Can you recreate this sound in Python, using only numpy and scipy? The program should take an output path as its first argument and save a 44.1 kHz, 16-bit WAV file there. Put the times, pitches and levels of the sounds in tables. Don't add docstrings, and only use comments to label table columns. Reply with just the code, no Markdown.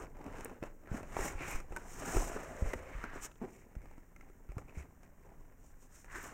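import sys
import numpy as np
from scipy import signal
from scipy.io import wavfile
from scipy.ndimage import uniform_filter1d

SR = 44100
rng = np.random.default_rng(int(sys.argv[2]) if len(sys.argv) > 2 else 0)


def output_pcm(signal):
    pcm = np.clip(np.atleast_2d(signal).T, -1, 1) * 32767
    wavfile.write(sys.argv[1], SR, np.round(pcm).astype(np.int16))


N = 279153
TIME = np.arange(N) / SR

# f/Hz, relative level/dB, t60/s
BOX_MODES = [(235, -7, 0.14), (300, -9, 0.097), (356.7, -0.5, 0.16), (580, -7, 0.12), (660, -5.5, 0.015),
             (803, -6, 0.096), (930, -6, 0.083), (1199, 2.5, 0.033), (1345, 2.5, 0.042),
             (1600, -9.5, 0.048), (2000, -28, 0.008), (2620, 0, 0.034)]


def amp(db):
    return 10 ** (np.asarray(db) / 20)


def unit(x):
    return x / np.sqrt(np.mean(x ** 2) + 1e-20)


def peaked(x):
    return x / (abs(x).max() + 1e-20)


def read(points, hz):
    f, value = np.transpose(points)
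    return np.interp(np.log(hz + 1), np.log(f + 1), value)


def curves(rows, t=TIME):
    s, *columns = np.transpose(rows)
    return [np.interp(t, s, column) for column in columns]


def add(mix, s, sound):
    part = mix[max(round(s * SR), 0):][:len(sound)]
    part += sound[:len(part)]


def colour(x, points, size=8192):
    hz = abs(np.fft.fftfreq(size, 1 / SR))
    log_gain = np.log(amp(read(points, hz)))
    minimum_phase = np.exp(np.conj(signal.hilbert(log_gain)))
    fir = np.fft.ifft(minimum_phase).real[:size // 2]
    return signal.oaconvolve(x, fir)[:len(x)]


def resonate(x, hz, width_hz):
    turn = np.exp(2j * np.pi * np.cumsum(hz) / SR)
    r = np.exp(-np.pi * width_hz / SR)
    return 2 * (turn * signal.lfilter([1 - r], [1, -r], x / turn)).real


def dying(t, t60):
    return np.exp(-np.log(1000) * t / t60)


def ring(t, hz, t60):
    return np.sin(2 * np.pi * hz * t) * dying(t, t60)


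def wander(per_s):
    knots = rng.standard_normal(N // 20)
    return unit(np.interp(TIME * per_s, np.arange(len(knots)), knots))


def slips(per_s, spread_db, clump_db):
    sizes = amp(spread_db * np.minimum(rng.exponential(1, N), 4)) * rng.choice([-1, 1], N)
    clicks = sizes * (rng.random(N) < per_s / SR)
    return unit(clicks * amp(clump_db * wander(per_s=120)))


def background(rms_db=-59.0):
    # f/Hz, gain/dB
    quiet_colour = [(10, 2.5), (22, 13.5), (40, 2), (92, -8), (266, -11), (452, -22.5), (1000, -32.5),
                    (2200, -34.5), (3400, -64), (7000, -38), (16000, -31.5)]
    return amp(rms_db) * unit(colour(rng.standard_normal(N), quiet_colour))


def room(x, wet_db=-8, build_s=0.0072):
    # f/Hz, t60/s
    room_t60 = [(100, 0.65), (500, 0.72), (1500, 0.29), (5000, 0.48), (14000, 0.72)]
    t = TIME[:SR // 2]
    echoes = rng.standard_normal(len(t)) * (rng.random(len(t)) < 3000 / SR)
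    echoes = echoes * (1 - np.exp(-(t / build_s) ** 2))
    hz, s, z = signal.stft(echoes, SR, nperseg=256)
    tail = signal.istft(z * dying(s, read(room_t60, hz)[:, None]), SR, nperseg=256)[1]
    wet = signal.fftconvolve(x, tail / np.linalg.norm(tail))[:N]
    return x + amp(wet_db) * colour(wet, [(40, -2.5), (200, -1), (8000, -11.5), (14000, -19)])


def sway(drone_db, base_db=-53.5, follow_db_per_db=0.76, smooth_s=0.14):
    # f/Hz, gain/dB
    air_colour = [(8, -22.5), (20, 4), (32, -5.5), (55, -10), (100, -14), (170, -19), (400, -68.5)]
    effort_db = uniform_filter1d(drone_db, int(smooth_s * SR)) + 50
    return amp(base_db + follow_db_per_db * effort_db) * unit(colour(rng.standard_normal(N), air_colour))


def judder(jitter=0.03, rough=0.15):
    # t/s, slip rate/Hz, level/dB
    fold_slips = [(3.411, 196, -46), (3.418, 227, -39), (3.429, 214, -40.5), (3.436, 385, -50),
                  (3.447, 380, -43), (3.460, 420, -58), (3.474, 230, -72)]
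    rate_hz, db = curves(fold_slips)
    sounding = (TIME > fold_slips[0][0]) & (TIME < fold_slips[-1][0])
    step = rate_hz * (1 + jitter * wander(per_s=310)) * sounding / SR
    pulses = np.diff(np.floor(np.cumsum(step)), prepend=0) - step
    drive = pulses / pulses[sounding].std() + rough * rng.standard_normal(N)
    groan = colour(drive, [(90, -8), (220, 4), (390, 0.5), (520, -15), (780, -9.5),
                           (1300, -26), (2500, -29), (5000, -46)])
    return amp(db) * sounding * groan / groan[sounding].std()


def thumps(rise_s=0.0011, overtone_ratio=2.47, overtone_db=-12.5, overtone_life=0.58):
    # t/s, peak/dB, f/Hz, cycles to -60 dB
    panel_blows = [(0.625, -33.5, 130, 0.5), (0.9157, -27.5, 106, 2.5), (0.92, -33, 48, 3),
                   (.941, -35.5, 215, 14), (1.2, -35.5, 31, 5.5), (1.351, -36.5, 28, 3.5),
                   (1.548, -29.5, 17.1, 5.5), (1.708, -35.5, 23.4, 5), (2.162, -24, 35, 5.5),
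                   (2.171, -39.5, 135, 4), (2.622, -23.5, 64, 4.5), (2.658, -29.5, 32, 3.5),
                   (2.757, -38, 54, 5), (2.951, -35.5, 43, 7), (3.766, -34, 52.7, 3), (4.493, -37.5, 48, 6),
                   (4.5683, -31.5, 102, 2.5), (4.768, -44, 158, 27), (4.772, -37, 68, 9.5)]
    out, t = np.zeros(N), TIME[:SR // 3]
    for s, db, hz, swings in panel_blows:
        t60 = swings / hz
        swing = ring(t, hz, t60)
        swing = swing + amp(overtone_db) * ring(t, hz * overtone_ratio, overtone_life * t60)
        add(out, s, amp(db) * peaked(swing * (1 - np.exp(-t / rise_s))))
    return out


def snaps(t60=0.0029):
    # t/s, peak/dB
    snap_events = [(0.4474, -26.5), (1.255, -31), (1.5125, -31.5), (6.23, -38), (6.2428, -45)]
    # f/Hz, gain/dB
    snap_colour = [(1000, -58), (4500, -43), (7000, 2.5), (10500, 11), (13000, 12), (16000, -2)]
    out, t = np.zeros(N), TIME[:SR // 20]
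    for s, db in snap_events:
        burst = rng.standard_normal(len(t)) * dying(t, t60)
        add(out, s, amp(db) * peaked(colour(burst, snap_colour)))
    return out


def box_ring(t):
    shares = rng.standard_normal(len(BOX_MODES))
    modes = [share * amp(db) * ring(t, hz, t60) for share, (hz, db, t60) in zip(shares, BOX_MODES)]
    return peaked(sum(modes))


def taps(box_db=-9, crack_t60=0.017, thud_db=-4, chatter_db=-11):
    # t/s, spot peak/dB, spot f/Hz, spot t60/s, crack re spot/dB
    blows = [(0.1686, -50, 900, 0.015, -5), (.2425, -47, 930, 0.013, 0.5), (0.2634, -37, 265, .03, -12),
             (.4085, -40.5, 930, 0.01, 0), (0.4568, -35.5, 473, 0.039, -18), (.496, -45, 1120, 0.01, -9),
             (0.6276, -31.5, 410, 0.0082, -21), (0.6369, -33, 540, 0.022, -15.5),
             (.836, -52.5, 593, 0.016, -10), (.874, -42.5, 1760, 0.0051, -16), (.945, -36, 300, .04, -15),
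             (1.0309, -41, 600, 0.037, -7), (1.1675, -25, 730, 0.014, -23), (1.1898, -32, 900, 0.032, -20),
             (1.191, -30, 394, 0.035, -27), (1.422, -34, 1800, 0.003, -4), (1.602, -40, 1200, 0.0043, -4),
             (1.723, -38.5, 500, 0.014, -14), (1.7636, -32, 1510, 0.059, -2.5),
             (1.7703, -35, 930, 0.045, -3), (2.021, -39, 607, 0.082, -23), (2.148, -30.5, 344, 0.063, -20),
             (2.1692, -23.5, 375, 0.033, -13), (2.6616, -37.5, 705, 0.0078, -22),
             (2.734, -30, 1960, 0.025, -5.5), (2.737, -27.5, 525, .013, -7.5),
             (3.04, -29, 1410, 0.022, -14.5), (3.316, -45.5, 3330, 0.0072, -14),
             (3.357, -49.5, 3330, 0.0089, -12), (3.753, -44.5, 486, 0.0076, -11),
             (3.8177, -53.5, 430, 0.0065, -5), (3.857, -48, 830, 0.0095, -7), (3.9125, -54, 860, .025, -4),
             (3.98, -46, 300, 0.031, -10), (4.1624, -49.5, 2100, 0.027, -1),
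             (4.2099, -46.5, 2100, 0.013, -10), (4.299, -52, 385, 0.061, -10),
             (4.4906, -49, 350, 0.044, -13), (4.519, -44.5, 450, 0.0091, -9),
             (4.5815, -41.5, 1280, 0.019, -3), (4.584, -39, 498, 0.034, -25), (4.695, -50, 2570, 0.023, -7),
             (4.8, -49, 2200, 0.01, -10), (4.825, -58, 2100, .011, 3), (5.032, -53, 756, .023, -1),
             (6.045, -46.5, 1670, 0.0052, -4), (6.157, -38, 1420, 0.037, -21),
             (6.184, -39.5, 342, .022, -16)]
    # f/Hz, gain/dB
    crack_colour = [(200, -6), (800, -14), (2400, 16), (4200, 3.5), (7000, 8.5), (11000, 3.5), (16000, -6)]
    # f/Hz, gain/dB
    chatter_colour = [(120, -40), (350, 15), (900, -18.5), (1700, 4), (3000, 2.5), (6000, -21)]
    out, t = np.zeros(N), TIME[:SR // 4]
    for s, db, hz, t60, crack_db in blows:
        spot = peaked(peaked(ring(t, hz, t60)) + amp(thud_db) * peaked(ring(t, 650, 0.0027)))
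        crack = peaked(colour(rng.standard_normal(len(t)) * dying(t, crack_t60), crack_colour))
        chatter = peaked(colour(rng.standard_normal(len(t)) * dying(t, 0.027), chatter_colour))
        noise = amp(crack_db) * crack + amp(chatter_db) * chatter
        add(out, s, amp(db) * (noise - spot - amp(box_db) * box_ring(t)))
    return out


def crinkle(drone_db, rasp_db, hiss_db, per_s=55, spread_db=0.5, base_db=-70.0, follow_db_per_db=0.89):
    # f/Hz, gain/dB
    crease_colour = [(120, -8), (350, -6), (1000, 6), (2300, 3.5), (4000, -9.5), (7000, -13), (15000, -29)]
    effort_db = 10 * np.log10(amp(drone_db) ** 2 / 4 + amp(rasp_db) ** 2 + amp(hiss_db) ** 2)
    level = amp(base_db + follow_db_per_db * (effort_db + 56.5))
    ticks = slips(per_s=per_s, spread_db=spread_db, clump_db=-1) * level
    spot, t = rng.integers(0, 12, N), TIME[:SR // 20]
    out = np.zeros(N)
    for k in range(12):
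        tick = colour(rng.standard_normal(len(t)) * dying(t, 0.0092), crease_colour)
        out += signal.oaconvolve(ticks * (spot == k), tick / np.linalg.norm(tick))[:N]
    return out


def glance(x, depth=0.11, drift_s=0.000317):
    echoes = sum(np.interp(TIME - delay_s - drift_s * wander(per_s=3.3), TIME, x)
                 for delay_s in (.0041, .0073, .0118))
    return (x + depth * echoes) / np.sqrt(1 + 3 * depth ** 2)


def contact():
    # t of top speed/s, rise/s, fall/s, drone/dB, rasp/dB, hiss/dB,
    # edge f/Hz, edge re rasp/dB
    strokes = [(0.021, 0.079, 0.049, -41, -53.5, -64, 1280, 2),
               (.28, 0.11, 0.15, -45.5, -61, -73, 1090, -14),
               (0.398, 0.14, 0.17, -51.5, -56, -67.5, 1460, -8),
               (.525, 0.052, 0.012, -47.5, -78, -88, 1300, -6),
               (0.64, 0.018, 0.063, -47.5, -58, -68, 1320, -7),
               (0.972, 0.09, 0.047, -45, -51, -60, 1400, 3), (1.09, 0.17, 0.13, -55, -63, -70.5, 1390, -8),
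               (1.252, 0.13, 0.097, -40, -44.5, -47.5, 2000, -3),
               (1.419, 0.053, 0.076, -44.5, -45.5, -63, 2500, 3),
               (1.52, 0.11, 0.088, -43.5, -46.5, -50.5, 2340, -1),
               (1.739, 0.065, 0.1, -51.5, -63.5, -70.5, 1600, -14),
               (3.165, 0.066, 0.047, -49, -52.5, -64.5, 1630, -4),
               (3.25, 0.042, 0.022, -53, -52.5, -45.5, 2060, -13),
               (3.43, 0.03, 0.047, -47, -60.5, -74, 2000, -6), (3.54, 0.12, 0.14, -64.5, -68, -70, 2370, 5),
               (3.92, 0.33, .13, -61.5, -71.5, -84, 2210, 5), (4.28, 0.16, 0.086, -67, -73.5, -88, 2320, 4),
               (4.505, 0.015, 0.037, -62.5, -63, -83, 2380, 4),
               (4.595, 0.04, 0.033, -49, -66, -69, 1600, -9), (4.70, 0.06, 0.036, -58.5, -66, -79, 2420, 5),
               (4.79, 0.061, 0.068, -55.5, -59, -66, 2300, 4),
               (5.042, .015, 0.026, -61, -71, -77, 2300, -4), (5.31, .24, 0.35, -61, -75, -107, 1400, -6),
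               (5.68, 0.12, 0.069, -65.5, -85, -70.5, 1400, -7),
               (5.828, 0.044, 0.043, -84, -86, -67, 1410, -2), (5.96, 0.065, 0.13, -80, -70, -62, 1400, 5),
               (6.169, 0.073, 0.052, -53, -45.5, -57, 1600, 7),
               (6.238, 0.07, 0.13, -51.5, -52, -57.5, 1600, -3)]
    # t/s, drone/dB, rasp/dB, hiss/dB
    lid_slide = [(1.78, -50.5, -61, -71), (1.91, -52.5, -64.5, -59.5), (2.03, -45, -47, -53.5),
                 (2.16, -36, -47.5, -45), (2.27, -45, -52, -51.5), (2.37, -45.5, -49.5, -61.5),
                 (2.53, -51, -58, -66.5), (2.69, -49.5, -53.5, -58), (2.85, -53.5, -58.5, -74.5),
                 (3.04, -53, -51, -69), (3.11, -57, -57, -92), (3.32, -61, -68.5, -77)]
    # t/s, f/Hz
    lid_edge = [(2.05, 1440), (2.37, 1380), (2.65, 2060), (2.92, 2120), (3.15, 1600)]
    lid_ring_db = -3.5
    rest_db = [[-68], [-77], [-82]]
    drops_db = np.array([[9.5], [13.5], [19.5]])
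    stroke_shape = 1.72

    t = TIME[::64]
    lid = amp(curves(lid_slide, t)) ** 2 * (t > lid_slide[0][0]) * (t < lid_slide[-1][0])
    power = amp(rest_db) ** 2 + lid
    edge = power[1] * np.array([curves(lid_edge, t)[0], np.full(len(t), lid_ring_db)])
    for s, rise_s, fall_s, drone_db, rasp_db, hiss_db, edge_hz, edge_db in strokes:
        slowing = np.maximum((s - t) / rise_s, (t - s) / fall_s) ** stroke_shape
        top_db = np.array([[drone_db], [rasp_db], [hiss_db]])
        stroke = amp(top_db - np.minimum(drops_db * slowing, 100)) ** 2
        power = power + stroke
        edge = edge + stroke[1] * np.array([[edge_hz], [edge_db]])
    return [np.interp(TIME, t, c) for c in (*10 * np.log10(power), *edge / power[1])]


def rubbing(drone_db, rasp_db, hiss_db, edge_hz, edge_db):
    # t/s, f/Hz, level re drone/dB
    cavity = [(1.85, 960, -33), (2.08, 720, -7), (2.35, 644, -2), (2.65, 525, 4.5), (2.95, 546, -3),
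              (3.3, 490, -37)]
    # f/Hz, gain/dB
    drone_colour = [(60, -28), (130, -1), (205, -1.5), (280, 3), (380, 2.5), (700, -0.5), (950, -2),
                    (1400, -2), (2600, -51)]
    rasp_colour = [(400, -39), (800, -2.5), (1150, 6.5), (1700, 3.5), (2300, -2), (3000, 2), (4500, -13.5),
                   (8000, -30)]
    hiss_colour = [(1500, -19.5), (3000, 0), (4500, -9), (7000, 1.5), (9500, -3.5), (12500, -10.5),
                   (16000, -13.5)]

    drag = slips(per_s=2700, spread_db=2.5, clump_db=4.0)
    panels = unit(sum(amp(db) * resonate(drag, np.full(N, hz), 3.0 / t60) for hz, db, t60 in BOX_MODES))
    drone = unit(colour(drag, drone_colour)) + amp(-6.5) * panels
    drone = unit(colour(drone, [(100, 4.0), (1000, 2.5), (2500, -14.0)]))

    cavity_hz, cavity_db = curves(cavity)
    gap = resonate(resonate(rng.standard_normal(N), cavity_hz, 205), cavity_hz, 205)
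    gap = amp(cavity_db) * unit(gap)

    rasp = unit(colour(slips(per_s=6000, spread_db=3.0, clump_db=0.97), rasp_colour))
    scrape = slips(per_s=6000, spread_db=3.5, clump_db=2.9)
    edge = unit(resonate(resonate(scrape, edge_hz, 950), edge_hz, 950))
    rasp = (rasp + amp(edge_db) * edge) / np.hypot(1, amp(edge_db))

    hiss = unit(colour(slips(per_s=15000, spread_db=4.0, clump_db=1.6), hiss_colour))

    grip = unit(amp(0.66 * wander(per_s=70)))
    layers = amp(drone_db - 6.0) * (drone + gap) + amp(rasp_db - 1.1) * rasp + amp(hiss_db + 2.0) * hiss
    return grip * glance(layers)


def scene():
    drone_db, rasp_db, hiss_db, edge_hz, edge_db = contact()
    sliding = rubbing(drone_db, rasp_db, hiss_db, edge_hz, edge_db)
    sliding = sliding + crinkle(drone_db, rasp_db, hiss_db)
    box = sliding + taps() + snaps() + thumps() + judder()
    return (room(box) + sway(drone_db) + background())[None]


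def record(dry):
    # f/Hz, gain/dB
    microphone = [(2200, 1.5), (2750, -4.5), (3300, -13), (3750, -8.5), (4700, -7.5), (5500, 2),
                  (7000, 0.5), (8500, -1), (9600, -4), (10600, -14.5), (11700, -4), (13000, -0.5),
                  (15800, -3)]
    edge_hz = 15900
    heard = colour(dry[0], microphone)
    low_pass = signal.firwin(511, edge_hz, window=("kaiser", 9), fs=SR)
    return signal.oaconvolve(heard, low_pass, "same")[None]


dry = scene()
out = record(dry)
output_pcm(out)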